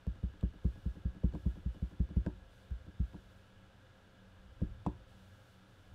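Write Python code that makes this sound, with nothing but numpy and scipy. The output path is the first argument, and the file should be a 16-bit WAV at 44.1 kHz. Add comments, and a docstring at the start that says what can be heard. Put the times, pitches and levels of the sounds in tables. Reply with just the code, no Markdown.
"""On a craft table in a quiet room, a clear acrylic stamp block is dabbed quickly on an ink pad.
Each dab is an impact through a soft contact, which excites the bending modes of the table top.
The tacky pad clings as the block lifts: its plastic case is raised a little and falls back with
a knock of ringing modes and hard ticks; once, late on, the block's hard edge strikes the pad.
Beneath lie room noise, a fan, a thin whine, swishes of moving arms and a low table rumble."""
import sys
import numpy as np
from scipy import signal
from scipy.fft import rfft, irfft
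from scipy.io import wavfile

SR = 44100
rng = np.random.default_rng(int(sys.argv[2]) if len(sys.argv) > 2 else 0)


def inscribe(sig):
    """Save sig as 16-bit PCM at rate SR to the path in sys.argv[1].

    A 1-D sig is mono; a 2-D sig holds one channel per row.
    Samples are clipped to [-1, 1] before scaling.
    """
    pcm = np.round(np.clip(np.atleast_2d(sig).T, -1, 1) * 32767)
    wavfile.write(sys.argv[1], SR, pcm.astype(np.int16))


N = 262130  # length of the scene, samples
SIZE = 16384  # length of one impulse response, samples
T = np.arange(SIZE) / SR
HZ = np.fft.rfftfreq(SIZE, 1 / SR)

# steady room noise, relative spectrum: (f/Hz, level/dB)
AIR_COLOUR = [(12, -32.5), (22, -3.5), (70, -9), (105, -4), (150, -16.5), (190, -11.5), (300, -19),
              (520, -18), (950, -22), (1620, -31), (1850, -29.5), (3000, -28), (4800, -36), (15500, -52.5)]
# resonances of a small fan: (centre f/Hz, width scale f/Hz, rms level/dB)
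FAN_RESONANCES = [(92.5, 3.2, -68), (115, 8.9, -70.5), (189.4, 3.8, -70), (295, 14, -81),
                  (527.8, 17, -76.5), (1358, 160, -76.5), (1605, 190, -75.5), (1662, 14, -80.5),
                  (2942, 44, -84.5), (3490, 350, -82)]
# thin electrical whine: (f/Hz, rms level/dB)
WHINE_TONES = [(2000, -93.5), (10000, -105)]
# relative spectrum of a swish: (f/Hz, level/dB)
SWISH_SPECTRUM = [(1500, -12), (3500, 4.5), (5500, -2.5), (8000, -5.5), (12000, -8.5), (15500, -12)]
# faint swishes as the arms move: (start t/s, length t/s, level/dB before a common 3 dB cut)
ARM_SWISHES = [(0.6, 0.48, -76), (1.3, 0.41, -75), (1.68, 0.39, -77.5), (2.48, 0.31, -75),
               (3.0, 0.57, -77.5), (5.05, 0.66, -74.5), (5.65, 0.54, -78)]
# relative spectrum of the table's rumble: (f/Hz, level/dB)
RUMBLE_SPECTRUM = [(12, -19.5), (25, 0.5), (55, 2.5), (90, 2.5), (120, -5.5), (150, -25), (300, -37.5),
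                   (1000, -63)]
# the arms lean on the table: (start t/s, length t/s, level/dB)
ARM_LEANS = [(4.33, 0.48, -59), (5.88, 0.27, -53)]
# the pad case knocks on the table, mostly a tenth of a second after a dab;
# at 4.616 s the block's hard edge strikes the pad:
# (t/s, push level/dB, contact corner f/Hz, pitch of the struck edge f/Hz)
HARD_KNOCKS = [(0.167, -33, 600, 1100), (0.348, -30, 596, 1100), (0.548, -26, 700, 1100),
               (0.767, -24.5, 500, 900), (0.9636, -18, 590, 680), (1.158, -20.5, 610, 690),
               (1.336, -8, 453, 500), (1.349, -11, 1390, 990), (1.567, -17, 547, 600),
               (1.757, -20, 494, 596), (1.922, -21, 550, 596), (2.101, -13, 500, 590),
               (2.2618, -2.5, 1700, 1580), (2.8747, -17.5, 447, 890), (3.1425, -15, 910, 960),
               (4.616, 2.5, 313, 533), (4.8622, -0.5, 2855, 970)]
# modes of the plastic case: (f/Hz, relative level/dB, t60 t/s)
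CASE_MODES = [(222, 1, 0.094), (302.2, 0.5, 0.12), (399, -6.5, 0.097), (572, -15.5, 0.16),
              (595, -13.5, 0.065), (682, -10.5, 0.057), (880, -16.5, 0.15), (950, -17, 0.15),
              (1050, -23, 0.1), (1297, -20.5, 0.072), (1700, -21.5, 0.032), (2550, -15.5, 0.04),
              (3370, -28, .03)]
# relative spectrum of the case's dense upper modes: (f/Hz, level/dB)
CLATTER_SPECTRUM = [(120, -29), (230, -5), (450, 7), (950, 8), (1600, -16), (2200, -12.5), (3600, -5),
                    (8000, -21), (15000, -25)]
# relative spectrum of a tick of hard edges: (f/Hz, level/dB)
TICK_SPECTRUM = [(500, 3), (1500, 15.5), (3500, 8), (5500, 3.5), (6800, -4), (7800, 3.5), (9500, -14),
                 (11000, -32), (15000, -35)]
# relative spectrum of a pat of rubber on wet ink: (f/Hz, level/dB)
PAT_SPECTRUM = [(150, -16), (400, 12), (640, 4.5), (820, -8), (1100, -6.5), (1600, -30), (3000, -31.5),
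                (9000, -54)]
# the block pressed on the pad; a higher corner is a harder contact:
# (t/s, push level/dB, contact corner f/Hz, pat level/dB)
PAD_DABS = [(0.0684, -4.5, 250, -53), (0.2315, -4, 236, -54.5), (0.4295, -1.5, 350, -47.5),
            (0.6466, -0.7, 316, -52), (0.856, -5, 272, -60), (1.0492, -4.5, 262, -77),
            (1.237, 0.5, 440, -46.5), (1.4572, -1, 333, -54.5), (1.6555, -3, 208, -64),
            (1.82, -5.5, 294, -72), (1.997, -0.2, 275, -58), (2.1627, 0.1, 320, -54),
            (2.7077, -3.5, 103, -68), (2.9964, -1, 215, -66)]
# bending modes of the table top: (f/Hz, relative level/dB, t60 t/s)
TABLE_MODES = [(58.2, -22, 0.24), (103.5, -18.5, 0.041), (115.5, -48, 1), (165.5, -16.5, 0.057),
               (186.1, -12.5, 0.042), (284.2, -16, 0.021), (297.3, -30.5, 0.092), (363.3, -39.5, 0.2),
               (382.3, -26.5, 0.044), (484.4, -32, 0.046)]

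# ring of the case at 0 dB push
RING_DB = -32.5
# each knock is two contacts 13 ms apart: the first is a touch of constant level
TOUCH_LEAD_S, TOUCH_DB, TOUCH_HZ, TOUCH_EDGE_HZ = 0.013, -57, 1210, 1030
# tick against ring: for a landing with its corner at TOUCH_HZ, growth with hardness, for a touch
TICK_DB, TICK_DB_PER_OCTAVE, TOUCH_TICK_DB = -20.5, 5, -9.5
# the block clips the plastic rim once on its way down
RIM_S, RIM_DB = 0.4103, -56.5
# the table rumbles on after every blow; level at 0 dB push
RUMBLE_DB, RUMBLE_T60_S = -48.5, 1.2


def amp(db):
    """Logarithmic level: converts decibels to an amplitude gain."""
    return 10 ** (np.asarray(db) / 20)


def unit(x):
    """Normalisation: scales a signal to rms 1."""
    return x / np.sqrt(np.mean(x ** 2) + 1e-30)


def add(mix, s, sound):
    """Superposition: adds a sound to the mix at time s."""
    part = mix[max(round(s * SR), 0):][:len(sound)]
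    part += sound[:len(part)]


def noise(colour, size):
    """Spectral shaping: white noise filtered to (f/Hz, level/dB) points, at rms 1."""
    hz, db = np.transpose(colour)
    log_hz = np.log(np.fft.rfftfreq(size, 1 / SR) + 1)
    gain = amp(np.interp(log_hz, np.log(hz), db))
    return unit(irfft(rfft(rng.standard_normal(size)) * gain, size))


def ring(modes):
    """Modal superposition: exponentially dying sines, neighbours swinging in opposite senses."""
    response = np.zeros(SIZE)
    for k, (hz, db, t60) in enumerate(modes):
        sense = (-1) ** (k + 1)
        response += sense * amp(db - 60 * T / t60) * np.sin(2 * np.pi * hz * T)
    return response


def strike(s, response, corner_hz):
    """Contact filtering: a soft blow at time s excites little above its corner, itself 9 dB down."""
    lead = SIZE // 32  # room for the filter's symmetric spread ahead of the blow
    contact = (1 + (HZ / corner_hz) ** 2) ** -1.5
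    out = np.zeros(N)
    add(out, s - lead / SR, irfft(rfft(np.roll(response, lead)) * contact))
    return out


def swells(rows, attack_s=0.045, release_s=0.18):
    """Amplitude envelope: gentle movements rise, hold and fade linearly."""
    t = np.arange(N) / SR
    level = np.zeros(N)
    for s, length, db in rows:
        rise = (t - s) / attack_s
        fall = (s + length - t) / release_s
        level += amp(db) * np.clip(np.minimum(rise, fall), 0, 1)
    return level


def air(level_db=-63.5):
    """Stationary random noise: the steady sound of the room."""
    return amp(level_db) * noise(AIR_COLOUR, size=N)


def fan():
    """Resonance: a small fan concentrates broadband noise into humps of power."""
    hz = np.fft.rfftfreq(N, 1 / SR)
    power = np.zeros(len(hz))
    for centre, width, db in FAN_RESONANCES:
        hump = (1 + ((hz - centre) / width) ** 2) ** -3
        power += amp(db) ** 2 * hump / hump.mean()
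    return irfft(rfft(rng.standard_normal(N)) * np.sqrt(power), N)


def whine():
    """Pure tones: steady sines of a thin electrical whine."""
    t = np.arange(N) / SR
    return sum(amp(db) * np.sqrt(2) * np.sin(2 * np.pi * hz * t) for hz, db in WHINE_TONES)


def swishes(cut_db=-3):
    """Amplitude modulation: moving arms swell and fade a treble noise."""
    return amp(cut_db) * swells(ARM_SWISHES) * noise(SWISH_SPECTRUM, size=N)


def rumble():
    """Addition of powers: low noise dies away after each blow and swells as the arms lean."""
    t = np.arange(N) / SR
    power = swells(ARM_LEANS) ** 2
    for s, db, *_ in PAD_DABS + HARD_KNOCKS:
        power += (t > s) * amp(RUMBLE_DB + db - 60 * abs(t - s) / RUMBLE_T60_S) ** 2
    return np.sqrt(power) * noise(RUMBLE_SPECTRUM, size=N)


def room(x, wet_db=-21, t60=0.21, first_s=0.026):
    """Reverberation: a small furnished room returns a weak, short, diffuse tail."""
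    tail = rng.standard_normal(SIZE) * amp(-60 * T / t60) * (T > first_s)
    tail /= np.linalg.norm(tail)
    return x + amp(wet_db) * signal.fftconvolve(x, tail)[:N]


def landings():
    """Successive contacts: a touch of constant level, then a landing, fainter or much louder, 13 ms on."""
    # yields (t/s, ring level/dB, contact corner f/Hz, edge pitch f/Hz, tick level/dB)
    for s, push_db, corner_hz, edge_hz in HARD_KNOCKS:
        ring_db = RING_DB + push_db
        octaves_harder = np.log2(corner_hz / TOUCH_HZ)
        tick_db = ring_db + TICK_DB + TICK_DB_PER_OCTAVE * octaves_harder
        yield s - TOUCH_LEAD_S, TOUCH_DB, TOUCH_HZ, TOUCH_EDGE_HZ, TOUCH_DB + TOUCH_TICK_DB
        yield s, ring_db, corner_hz, edge_hz, tick_db


def ticks(tail_db=-23, late_s=0.001483):
    """Hard contact: touching edges give a few milliseconds of treble and a faint tail."""
    t60, tail_t60 = 0.011, 0.08  # s
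    fade = amp(-60 * T / t60) + amp(tail_db - 60 * T / tail_t60)
    contacts = [(RIM_S, RIM_DB)] + [(s + late_s, db) for s, *_, db in landings()]
    out = np.zeros(N)
    for s, db in contacts:
        add(out, s, amp(db) * fade * noise(TICK_SPECTRUM, size=SIZE))
    return out


def case(late_s=0.002, crack_db=-2, clatter_db=-17, edge_db=2, muffled_db=-42):
    """Modal density: a struck case rings in a few main modes, an edge, and a noise of dense upper modes."""
    crack_t60, clatter_t60, edge_t60 = 0.016, 0.15, 0.024  # s
    fade = amp(crack_db - 60 * T / crack_t60) + amp(clatter_db - 60 * T / clatter_t60)
    modes = ring(CASE_MODES)
    out = np.zeros(N)
    for s, db, corner_hz, edge_hz, _ in landings():
        edge = ring([(edge_hz, edge_db, edge_t60)])
        clatter = fade * noise(CLATTER_SPECTRUM, size=SIZE)
        out += amp(db) * strike(s + late_s, modes + edge + clatter, corner_hz)
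    # dabs reach the case only through the soft pad
    for s, db, corner_hz, _ in PAD_DABS:
        clatter = fade * noise(CLATTER_SPECTRUM, size=SIZE)
        out += amp(db + muffled_db) * strike(s + late_s, modes + clatter, corner_hz)
    return out


def pats(early_s=0.00262, rise_s=0.0015, t60=0.07):
    """Transient noise: the rubber meets the wet pad just ahead of the full push."""
    swell = (1 - np.exp(-T / rise_s)) * amp(-60 * T / t60)
    swell /= swell.max()
    out = np.zeros(N)
    for s, _, _, db in PAD_DABS:
        add(out, s - early_s, amp(db) * swell * noise(PAT_SPECTRUM, size=SIZE))
    return out


def table(lag_s=0.003018, hardest_hz=750, light_hz=125, hold_s=0.065, release_s=0.0048, left_db=-12):
    """Dispersion of bending waves: dabs and knocks thump the table top, treble arriving first."""
    # delay falls with the root of frequency: 100 Hz comes lag_s late
    response = rfft(ring(TABLE_MODES)) * np.exp(-4j * np.pi * lag_s * np.sqrt(HZ * 100))
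    # the hand bounces with the table while it presses, and takes most of the swing away as it lifts
    held = 0.5 - 0.5 * np.tanh((T - hold_s) / release_s)
    pressed = irfft(response) * amp(left_db * (1 - held))
    # a light knock moves little bass (gain 2/3 at light_hz) and leaves the table to ring freely
    knocked = irfft(response * HZ ** 2 / (HZ ** 2 + light_hz ** 2 / 2))
    out = np.zeros(N)
    for s, db, corner_hz, _ in PAD_DABS:
        out += amp(db) * strike(s, pressed, corner_hz)
    for s, db, corner_hz, _ in HARD_KNOCKS:
        out += amp(db) * strike(s, knocked, min(corner_hz, hardest_hz))
    return out


def scene():
    """Superposition: all sources add at one microphone above the table."""
    background = air() + fan() + whine() + swishes()
    impacts = ticks() + case() + pats() + table()
    return (background + rumble() + room(impacts))[None]


def record(dry, edge_hz=15700):
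    """Band limitation: a symmetric low-pass filter sets the recorder's upper edge."""
    lowpass = signal.firwin(511, edge_hz, window=("kaiser", 9), fs=SR)
    return signal.oaconvolve(dry, lowpass[None], "same")


dry = scene()
out = record(dry)
inscribe(out)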